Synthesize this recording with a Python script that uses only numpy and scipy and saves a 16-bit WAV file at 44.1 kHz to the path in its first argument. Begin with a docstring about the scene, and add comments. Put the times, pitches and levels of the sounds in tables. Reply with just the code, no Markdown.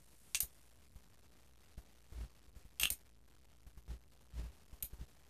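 """Circuit breaker in the hand

A quiet room, a small camera's microphone up close, an opened miniature circuit breaker turned over in
one hand straight in front of it. The plastic case clacks and the loose metal contact arm clinks; bumps
and rubs of the hand make the microphone mount throb. The recorder's coarse converter turns the faint
background hum into a gritty, fluttering hiss."""
import sys
import numpy as np
from scipy import signal
from scipy.io import wavfile

SR = 44100
rng = np.random.default_rng(int(sys.argv[2]) if len(sys.argv) > 2 else 0)


def store_wav(level_fs):
    """Save 16-bit WAV to argv[1]."""
    pcm = np.round(np.clip(np.atleast_2d(level_fs), -1, 1) * 32767)
    wavfile.write(sys.argv[1], SR, pcm.T.astype(np.int16))


N = 233669
TIME = np.arange(N) / SR

# Loose parts hitting the plastic case. Each row: start in seconds, level in dB, a weight in dB for
# each of four bands from low to high, chatter t60 in seconds.
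CASE_CLACKS = [(0.3467, -1.5, -21, -8, -6.5, -19, 0.027), (0.3535, -6, -35.5, -10.5, -4, -10.5, .02),
               (2.7977, -3.5, -24, -9, -9.5, -10, 0.03), (2.8105, -8, -14.5, -9, -8, -2.5, 0.14),
               (2.820, -15.5, -20, -5.5, -3.5, -20, 0.039), (2.8326, 2.5, -19, -5, -10.5, -14, 0.029),
               (2.8546, 10, -29, -15.5, -24.5, -26, 0.0061)]
# The contact arm hitting its stop. Each row reads as for the clacks.
ARM_CLINKS = [(0.4038, 7.7, -37.5, -28.5, -17.5, -13, 0.042),
              (2.9023, 4.6, -35, -25.5, -15.5, -13.5, 0.023), (4.8249, 0.36, -40, -27, -21.5, -12, 0.036)]
# The five edges of those four bands, in Hz.
HIT_BAND_EDGES = [200, 2250, 4200, 10000, 14500]
# Resonances of case and arm, damped by the hand. Each row: frequency in Hz, width in Hz, gain in dB.
CASE_MODES = [(254, 84, -12), (786, 280, -10.5), (1207, 170, -6), (1713, 77, -3.5), (2586, 400, 0),
              (2770, 180, 3), (3120, 340, -1), (3840, 97, -7), (4720, 170, -8), (6400, 350, 0.5),
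              (6350, 530, -2.5), (8040, 830, 0), (8780, 600, 1), (11420, 190, 0.5), (12840, 1200, 0.5),
              (13800, 1400, -7.5)]
ARM_MODES = [(3170, 1400, -10), (5400, 680, -8.5), (6710, 320, 4.5), (7800, 1500, -10), (8920, 540, 6),
             (11600, 300, 6), (11940, 350, -3), (12840, 600, -6), (14240, 720, 5)]
# Soft bumps of the hand. Each row: start in seconds, relative level in dB.
HAND_BUMPS = [(0.349, -46), (0.431, -35.5), (0.958, -40.5), (1.777, -35), (2.121, -38), (2.481, -48.5),
              (2.563, -40.5), (2.651, -43.5), (2.912, -35.5), (3.665, -40), (3.773, -39.5), (4.729, -37.5),
              (4.834, -36.5), (4.931, -36.5)]
# Modes of the microphone mount. Each row: frequency in Hz, gain in dB, t60 in seconds.
MOUNT_MODES = [(55.2, 1, 0.083), (119.6, -10.5, 0.051)]
# Skin dragging over the case. Each row: start, rise and fall in seconds, relative level in dB.
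SKIN_RUBS = [(2.135, .087, 0.049, -42), (2.802, .035, 0.055, -47.5), (3.880, .026, 0.08, -42),
             (4.33, .066, 0.12, -39.5), (4.989, 0.025, 0.037, -44)]
# Lulls in the hiss and rumble. Each row: middle and half width in seconds, depth in dB.
NOISE_LULLS = [(0.922, 0.043, 7.5), (2.531, 0.058, 12.5), (3.21, 0.067, 16.5), (3.749, 0.39, 7.5),
               (4.049, 0.026, 4.5)]


def hits(strikes, modes, crack_db, impact_db, wet_db, swell_s, room_t60):
    """Close-up clacks or clinks: contacts land all over the part, driving each resonance differently."""
    out, t = np.zeros(N), TIME[:SR // 4]
    for start, level_db, *band_db, t60 in strikes:
        crack = from_db(crack_db) * chatter(t, t60, impact_db)
        ring = sum(from_db(db) * resonance(chatter(t, t60, impact_db), hz, width)
                   for hz, width, db in modes)
        bands = [energy_one(filtered(crack + ring, edges, "band", order=3))
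                 for edges in zip(HIT_BAND_EDGES, HIT_BAND_EDGES[1:])]
        direct = from_db(level_db) * from_db(band_db) @ np.array(bands)
        add(out, start, with_near_walls(direct, t, wet_db, swell_s, room_t60))
    return out


def chatter(t, t60, impact_db):
    """Hard edges meet in one impact, then a dense run of tiny contacts that dies quickly."""
    contacts = rng.choice([-1, 1], len(t)) * rng.uniform(0.12, 1, len(t))
    return energy_one(contacts * from_db(-60 * t / t60)) + from_db(impact_db) * (t == 0)


def with_near_walls(direct, t, wet_db, swell_s, t60):
    """Reflections from near walls build up at the microphone after the direct sound and die quickly."""
    swell = 1 - np.exp(-(t / swell_s) ** 3)
    walls = energy_one(rng.standard_normal(len(t)) * swell * from_db(-60 * t / t60))
    return direct + from_db(wet_db) * signal.fftconvolve(direct, walls)[:len(t)]


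def hand_bumps(gain_db, soft_s, thud_db, thud_hz, brush_db, skin_t60):
    """A bump swings the microphone mount for a cycle or two, with a dull thud and a brush of skin."""
    out, t = np.zeros(N), TIME[:SR // 4]
    swing = -sum(np.sin(2 * np.pi * hz * t) * from_db(db - 60 * t / t60) for hz, db, t60 in MOUNT_MODES)
    press = 1 - np.exp(-t / soft_s)   # flesh gives way, so the push builds up
    for start, db in HAND_BUMPS:
        thud = from_db(thud_db) * noise(thud_hz, "low", len(t))
        brush = from_db(brush_db) * rng.standard_normal(len(t))
        skin = (thud + brush) * from_db(-60 * t / skin_t60)
        add(out, start, from_db(db + gain_db) * press * (swing + skin))
    return out


def skin_rubs(gain_db, throb_hz, wobble, overtone_db, thud_db, thud_hz, friction_db, friction_hz):
    """Dragging skin sticks and slips, which keeps the microphone mount swinging, and hisses faintly."""
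    stick_slip = from_db(2 * drift(hz=44.2))
    force = sum(rub_force(*rub) for rub in SKIN_RUBS) * stick_slip
    phase = 2 * np.pi * np.cumsum(throb_hz * (1 + wobble * drift(hz=25))) / SR
    overtones = drift(hz=28) * np.sin(2 * phase) + drift(hz=15) * np.sin(3 * phase) / 2
    swing = np.sqrt(2) * np.sin(phase) + from_db(overtone_db) * overtones
    thud = from_db(thud_db) * noise([70, thud_hz], "band")
    friction = from_db(friction_db) * noise(friction_hz, "low")
    return from_db(gain_db) * force * (swing + thud + friction)


def rub_force(start, rise, fall, db, first_grip=0.22):
    """Skin grips at once, drags harder and harder, then lets go."""
    return from_db(db) * np.interp(TIME - start, [0, rise, rise + fall], [first_grip, 1, 0], left=0)


def palm_slide(peak_s, peak_db, rise_db_per_s, fall_db_per_s, hz, width_hz):
    """Smooth plastic whispers over the palm once, gathering speed up to just before the first clack."""
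    t = TIME - peak_s
    stroke = from_db(peak_db + np.minimum(rise_db_per_s * t, -fall_db_per_s * t))
    return stroke * rms_one(resonance(rng.standard_normal(N), hz, width_hz))


def room_tone(hum_db, hum_hz, hum_width_hz, bed_db, rumble_db, rumble_hz, hiss_db, hiss_hz, flutter_db):
    """A wavering low hum over a fluttering bed of room rumble and microphone hiss."""
    narrow = resonance(rng.standard_normal(N), hum_hz, hum_width_hz)
    narrow = resonance(narrow, hum_hz, hum_width_hz)
    hum = np.cos(np.angle(signal.hilbert(narrow)))   # steady in level, unsteady in pitch
    rumble = from_db(rumble_db) * noise([40, rumble_hz], "band")
    hiss = from_db(hiss_db) * noise(hiss_hz, "low")
    lull_db = sum(db * np.exp(-((TIME - middle) / width) ** 2) for middle, width, db in NOISE_LULLS)
    bed_gain = from_db(bed_db - lull_db + flutter_db * drift(hz=12))
    return from_db(hum_db) * hum + bed_gain * (hiss + rumble)


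def noise(hz, kind, length=N):
    """Noise with gentle filter slopes and an rms of 1."""
    return rms_one(filtered(rng.standard_normal(length), hz, kind, order=1))


def drift(hz):
    """Random wander below hz, with a spread of 1."""
    return rms_one(filtered(rng.standard_normal(N + SR), hz, "low")[SR:])


def resonance(x, hz, width):
    """Two-pole resonance with a peak gain of 1."""
    r = np.exp(-np.pi * width / SR)
    poles = [1, -2 * r * np.cos(2 * np.pi * hz / SR), r * r]
    return signal.lfilter(np.array([1, 0, -1]) * (1 - r * r) / 2, poles, x)


def filtered(x, hz, kind, order=2):
    """Causal Butterworth filter."""
    return signal.sosfilt(signal.butter(order, hz, kind, fs=SR, output="sos"), x)


def from_db(db):
    """Decibels to amplitude."""
    return 10 ** (np.asarray(db) / 20)


def rms_one(x):
    """Scale to an rms of 1."""
    return x / np.sqrt(np.mean(x ** 2) + 1e-20)


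def energy_one(x):
    """Scale to an energy of 1."""
    return x / np.sqrt(np.sum(x ** 2) + 1e-20)


def add(track, start_s, sound):
    """Mix a short sound into the track."""
    at = max(round(start_s * SR), 0)
    track[at:at + len(sound)] += sound[:N - at]


def scene():
    """The hand is close and straight in front of the microphone, so both channels are alike."""
    case = hits(CASE_CLACKS, CASE_MODES, crack_db=-12, impact_db=-12,
                wet_db=-7.5, swell_s=0.012, room_t60=0.089)
    arm = hits(ARM_CLINKS, ARM_MODES, crack_db=-12, impact_db=-13.5,
               wet_db=-5.5, swell_s=0.015, room_t60=0.099)
    bumps = hand_bumps(gain_db=-3, soft_s=0.0012, thud_db=-18.5, thud_hz=240, brush_db=-24, skin_t60=0.14)
    rubs = skin_rubs(gain_db=0.5, throb_hz=56.24, wobble=0.042, overtone_db=-10,
                     thud_db=-17.5, thud_hz=244.5, friction_db=-22, friction_hz=3730)
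    slide = palm_slide(peak_s=0.3, peak_db=-70.5, rise_db_per_s=27.5, fall_db_per_s=29.5,
                       hz=9280, width_hz=3400)
    room = room_tone(hum_db=-69, hum_hz=55.22, hum_width_hz=32, bed_db=-74.5,
                     rumble_db=-0.5, rumble_hz=208, hiss_db=-5.5, hiss_hz=5080, flutter_db=3)
    return np.tile(case + arm + bumps + rubs + slide + room, (2, 1))


def record(dry, step=1 / 1024, offset_steps=-0.11, hiss_db=-85, wide_hiss_db=-80, side_db=-11):
    """The camera's coarse converter rests near the edge of a step, so faint sound toggles it."""
    stepped = step * np.floor(dry / step + offset_steps)
    mid = stepped + from_db(hiss_db) * noise(hz=8200, kind="low")   # a fine hiss under the grit
    # only the high treble has any stereo width, the hiss more than the clicks
    side = from_db(side_db) * mid * drift(hz=400) + from_db(wide_hiss_db) * rng.standard_normal(N)
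    side = filtered(side, hz=8200, kind="high", order=6)
    top_cut = signal.ellip(12, 0.2, 70, 14300, fs=SR, output="sos")   # steep above 14.3 kHz
    return signal.sosfilt(top_cut, mid + side * [[1], [-1]])


dry = scene()
out = record(dry)
store_wav(out)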